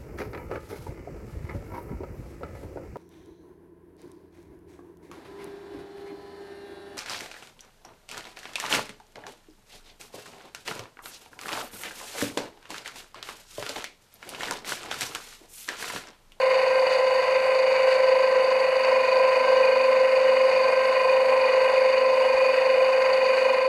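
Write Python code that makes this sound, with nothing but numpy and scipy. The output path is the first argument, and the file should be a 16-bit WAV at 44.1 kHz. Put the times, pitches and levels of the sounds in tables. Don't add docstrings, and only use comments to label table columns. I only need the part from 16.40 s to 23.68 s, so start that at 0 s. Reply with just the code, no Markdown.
import sys
import numpy as np
from scipy import signal
from scipy.fft import rfft, irfft, next_fast_len
from scipy.io import wavfile

SR = 44100
rng = np.random.default_rng(int(sys.argv[2]) if len(sys.argv) > 2 else 0)


def to_wav(s):
    ch = np.atleast_2d(s).T
    pcm = np.round(np.clip(ch, -1, 1) * 32767)
    wavfile.write(sys.argv[1], SR, pcm.astype(np.int16))


N = 321048
TIME = np.arange(N) / SR
FFT_SIZE = next_fast_len(N + SR // 2)
FREQS = np.fft.rfftfreq(FFT_SIZE, 1 / SR) + 1e-3
DRONE_ORDER = 21

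# position in turns, then strength in dB in the chamber,
# the housing, the side panel and the clatter.
CUTS = [(.0, 2, -7.5, -20, -1), (.31, 3.5, -2, 10.5, 2.5), (0.428, 6, -5.5, 3, 1), (.54, -2, -1.5, 3, 5),
        (.71, -15.5, 0, 4.5, 0), (.83, 1.5, -0.5, -4, 5.5)]


def from_db(db):
    return 10 ** (np.asarray(db) / 20)


def unit_rms(x):
    return x / np.sqrt(np.mean(x ** 2) + 1e-20)


def curve(rows):
    return np.interp(TIME, *np.transpose(rows))


def bell(offset, half_width):
    return np.exp(-(offset / half_width) ** 2)


def drift(rate_hz):
    step, settle = 40, 2000
    pole = np.exp(-2 * np.pi * step * rate_hz / SR)
    noise = rng.standard_normal(N // step + settle + 2)
    slow = signal.lfilter([1], [1, -2 * pole, pole * pole], noise)[settle:]
    return np.interp(np.arange(N) / step, np.arange(len(slow)), unit_rms(slow))


def filtered(x, response):
    return irfft(rfft(x, FFT_SIZE) * response, FFT_SIZE)[:N]


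def shaped(x, response, level_db):
    return from_db(level_db) * unit_rms(filtered(x, response))


def colour(points):
    hz, db = np.transpose(points)
    octaves_outside = np.abs(np.log2(FREQS / np.clip(FREQS, hz[0], hz[-1])))
    return from_db(np.interp(np.log(FREQS), np.log(hz), db) - 92 * octaves_outside)


def resonance(hz, width_hz):
    return 1 / (1 + 1j * (FREQS ** 2 - hz ** 2) / (FREQS * width_hz))


def tone(cycles, waver_db, wander_cycles, rate_hz):
    amplitude = np.sqrt(2) * from_db(waver_db * drift(rate_hz))
    return amplitude * np.cos(2 * np.pi * (cycles + wander_cycles * drift(rate_hz)))


def drone(turns):
    # time in seconds, level in dB.
    levels = [(0.0, -21), (0.81, -21), (0.83, -25), (1.01, -21.5), (1.74, -19.5), (2.45, -23.5),
              (2.49, -19.5), (2.66, -23), (2.84, -19.5), (3.0, -22.5), (3.18, -17.5), (3.38, -20.5),
              (4.07, -19), (4.14, -21), (4.66, -22), (4.74, -20), (6.91, -21.5), (7.28, -22)]
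    choke_db = -9 * bell((turns - .48 + .5) % 1 - .5, .16)
    crest_db = 2.35 * bell((turns - .85 + .5) % 1 - .5, .094)
    siren = tone(DRONE_ORDER * turns, waver_db=.8, wander_cycles=.014, rate_hz=10)
    hopper = resonance(558, 210) * colour([(450, 0), (630, 0)])
    return shaped(from_db(choke_db + crest_db) * siren, hopper, curve(levels))


def rotor_tones(turns):
    # multiple of the turning rate, level in dB.
    orders = [(18, -50.5), (24, -41.5), (26, -43), (27, -51), (31, -53), (32, -47), (37, -45.5), (38, -47),
              (39, -43.5), (40, -39), (41, -35), (42, -37), (43, -52.5), (45, -57), (46, -59), (58, -51),
              (61, -48.5), (63, -48), (89, -56)]
    # time in seconds, common gain in dB.
    gains = [(0.0, 0), (1.0, -2.3), (2.4, 0), (3.15, 3), (3.9, -1.5), (4.45, .8), (5.6, 1), (7.28, -3.5)]
    since_crest = turns - .74
    phases = rng.normal(0, .12, len(orders))
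    tones = sum(from_db(db) * tone(order * since_crest + phase, waver_db=2, wander_cycles=.043, rate_hz=2.05)
                for (order, db), phase in zip(orders, phases))
    return tones * from_db(curve(gains) - .4)


def chopping(turns, strengths_db, decay_s, bed_db, uneven_db, grain_db, memory):
    blur_s = .0016
    turn_samples = round(N / turns[-1])
    fresh = rng.standard_normal((N // turn_samples + 20, turn_samples))
    fractures = signal.lfilter([1], [1, -memory], fresh, axis=0).ravel()[-N:]
    power = from_db(bed_db) ** 2
    for (position, *_), db in zip(CUTS, strengths_db):
        count, since_cut = np.divmod(turns - position + 1, 1)
        age_s = since_cut * turn_samples / SR
        bite = from_db(db + uneven_db * rng.standard_normal(256))[count.astype(int)]
        power = power + bite ** 2 * np.exp(-age_s / decay_s) * (1 - np.exp(-age_s / blur_s))
    return unit_rms(fractures * np.sqrt(power) * from_db(grain_db * drift(320)))


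def grinding(turns, sag_hz, swell):
    # frequency in Hz, relative level in dB.
    chamber_spectrum = [(400, -66.5), (450, -64), (490, -47.5), (520, -48), (560, -52), (620, -57.5),
                        (700, -59.5), (790, -58), (870, -58.5), (950, -59.5), (1010, -54.5), (1080, -55.5),
                        (1150, -65.5)]
    housing_spectrum = [(1200, -67), (1350, -67.5), (1480, -70.5), (1560, -64), (1650, -70.5),
                        (1780, -69.5), (1950, -62), (2150, -64.5), (2350, -67.5), (2480, -62.5),
                        (2620, -66), (2760, -71), (2890, -64), (3050, -76.5)]
    clatter_spectrum = [(3300, -84.5), (3480, -86.5), (3620, -77), (3850, -79), (4250, -72.5), (4570, -65),
                        (4900, -74), (5400, -86.5), (5950, -86.5), (6300, -91.5), (6700, -83.5),
                        (7400, -93.5)]
    hiss_spectrum = [(7700, -91), (8500, -92.5), (9500, -96), (10500, -94), (12000, -103.2),
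                     (13400, -109.3), (15000, -106.2), (15700, -114.2)]
    # frequency in Hz, width in Hz, gain in dB.
    plate_modes = [(1400, 10, -0.5), (1575, 28, 5.5), (1855, 21, 5.5), (1960, 12, 4.5), (2050, 16, -0.5),
                   (2141, 37, 6), (2445, 13, 3), (2576, 27, 4), (2890, 19, 3.5), (3600, 30, 6),
                   (4650, 140, 2), (5320, 61, 7), (5970, 90, 5.5), (6600, 80, 4.5)]
    # time in seconds, gain in dB.
    feed_gains = [(0.0, 0.7), (1.5, -0.5), (1.85, -1.1), (2.55, .2), (3.25, -0.3), (3.85, -0.5),
                  (4.1, 0.05), (5.4, -0.1), (6.4, 0.3), (7.08, 0.6), (7.28, -2.5)]

    _, chamber_db, housing_db, panel_db, clatter_db = np.transpose(CUTS)
    hiss_db = (panel_db + clatter_db) / 2
    thuds = chopping(turns, chamber_db, decay_s=.0071, bed_db=-3.5, uneven_db=2.5, grain_db=2.5, memory=.24)
    knocks = chopping(turns, housing_db, decay_s=.0039, bed_db=-5.5, uneven_db=1.7, grain_db=0, memory=.38)
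    raps = chopping(turns, panel_db, decay_s=.003, bed_db=-12, uneven_db=1.6, grain_db=.5, memory=.5)
    cracks = chopping(turns, clatter_db, decay_s=.0045, bed_db=-4, uneven_db=2, grain_db=.6, memory=.42)
    shreds = chopping(turns, hiss_db, decay_s=.007, bed_db=13, uneven_db=5.5, grain_db=-.1, memory=.1)

    plates = 1 + sum((from_db(db) - 1) * resonance(hz, width_hz) for hz, width_hz, db in plate_modes)
    bright_db = .4 * sag_hz
    chamber = shaped(thuds, colour(chamber_spectrum), -29.5)
    housing = shaped(knocks, colour(housing_spectrum) * plates, -32)
    panel = shaped(raps, resonance(2456, 37) * resonance(2456, 130), -44.5 + 7.5 * swell)
    clatter = shaped(cracks, colour(clatter_spectrum) * plates, -39 + bright_db)
    hiss = shaped(shreds, colour(hiss_spectrum), -57.3 + bright_db)

    flutter_hz, shared_db, own_db = 7.6, .43, .57
    feed = from_db(curve(feed_gains) + shared_db * drift(flutter_hz))
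    paths = (chamber, housing, panel, clatter, hiss)
    return feed * sum(path * from_db(own_db * drift(flutter_hz)) for path in paths)


def hum(swell):
    level = from_db(-63.5 + 9 * swell)
    return level * tone(255.6 * TIME, waver_db=2.5, wander_cycles=.065, rate_hz=5.8)


def whine():
    flare_s, half_width_s = 1.45, .29
    level = from_db(-56) + from_db(-44.5) * bell(TIME - flare_s, half_width_s)
    return level * tone(2306 * TIME, waver_db=4.5, wander_cycles=.08, rate_hz=3.8)


def drives():
    # frequency in Hz, level in dB.
    partials = [(208, -66), (232, -68), (298.5, -69.5)]
    return sum(from_db(db) * tone(hz * TIME, waver_db=3, wander_cycles=.063, rate_hz=2.2)
               for hz, db in partials)


def hall_rumble():
    # frequency in Hz, relative level in dB.
    spectrum = [(25, -91), (45, -91), (70, -85), (120, -83), (200, -83), (300, -82), (370, -76)]
    return shaped(rng.standard_normal(N), colour(spectrum), -55)


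def crunches():
    # centre in seconds, half width in seconds, level in dB.
    wads = [(0.536, 0.023, -32.5), (1.508, 0.029, -31.5), (1.55, 0.019, -35.5), (4.127, 0.1, -37),
            (6.98, 0.04, -35)]
    # frequency in Hz, relative level in dB.
    spectrum = [(700, -24), (1400, -0.5), (2600, 4.5), (3400, -14), (4600, 3.5), (5600, -14), (8500, -20.5),
                (11000, -31), (15000, -41)]
    snaps_per_s = 3000
    level = sum(from_db(db) * bell(TIME - centre_s, half_s) for centre_s, half_s, db in wads)
    snaps = (rng.random(N) < snaps_per_s / SR) * rng.standard_normal(N)
    return level * unit_rms(filtered(snaps, colour(spectrum)))


def ticks():
    # start in seconds, level in dB before filtering.
    bursts = [(3.566, -47), (7.106, -49)]
    envelope = sum(from_db(db) * (TIME > start_s) * np.exp(-np.abs(TIME - start_s) / .002)
                   for start_s, db in bursts)
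    return filtered(envelope * rng.standard_normal(N), resonance(13000, 5000) ** 2)


def bump():
    start_s, decay_s, pitch_hz = 5.945, .012, 48
    age_s = np.maximum(TIME - start_s, 0)
    return from_db(-43) * np.exp(-age_s / decay_s) * np.sin(2 * np.pi * pitch_hz * age_s)


def scene():
    # time in seconds, frequency in Hz.
    pitches = [(0.0, 522.71), (0.5, 521.79), (1.0, 522.08), (1.6, 522.38), (2.2, 522.92), (3.0, 522.8),
               (3.6, 523.0), (4.2, 523.17), (5.0, 522.71), (5.6, 522.81), (6.2, 523.43), (6.8, 523.68),
               (7.28, 523.53)]
    pitch_hz = curve(pitches)
    sag_hz = 522.8 - pitch_hz
    turns = np.cumsum(pitch_hz) / SR / DRONE_ORDER
    swell_start_s, swell_length_s = 1.5, 1.04
    swell = np.clip((TIME - swell_start_s) / swell_length_s, 0, 1)
    mill = drone(turns) + rotor_tones(turns) + grinding(turns, sag_hz, swell)
    background = hum(swell) + whine() + drives() + hall_rumble()
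    return (mill + background + crunches() + ticks() + bump())[None]


def record(dry):
    # frequency in Hz, width in Hz.
    mic_dips = [(3185, 90), (4075, 130), (5130, 405), (5670, 380), (7130, 260), (8170, 45)]
    cutoff_hz = 15750
    notches = np.prod([1 - resonance(hz, width_hz) for hz, width_hz in mic_dips], axis=0)
    lowpass = 1 / np.sqrt(1 + (FREQS / cutoff_hz) ** 300)
    return filtered(dry[0], notches * lowpass)[None]


dry = scene()
out = record(dry)
to_wav(out)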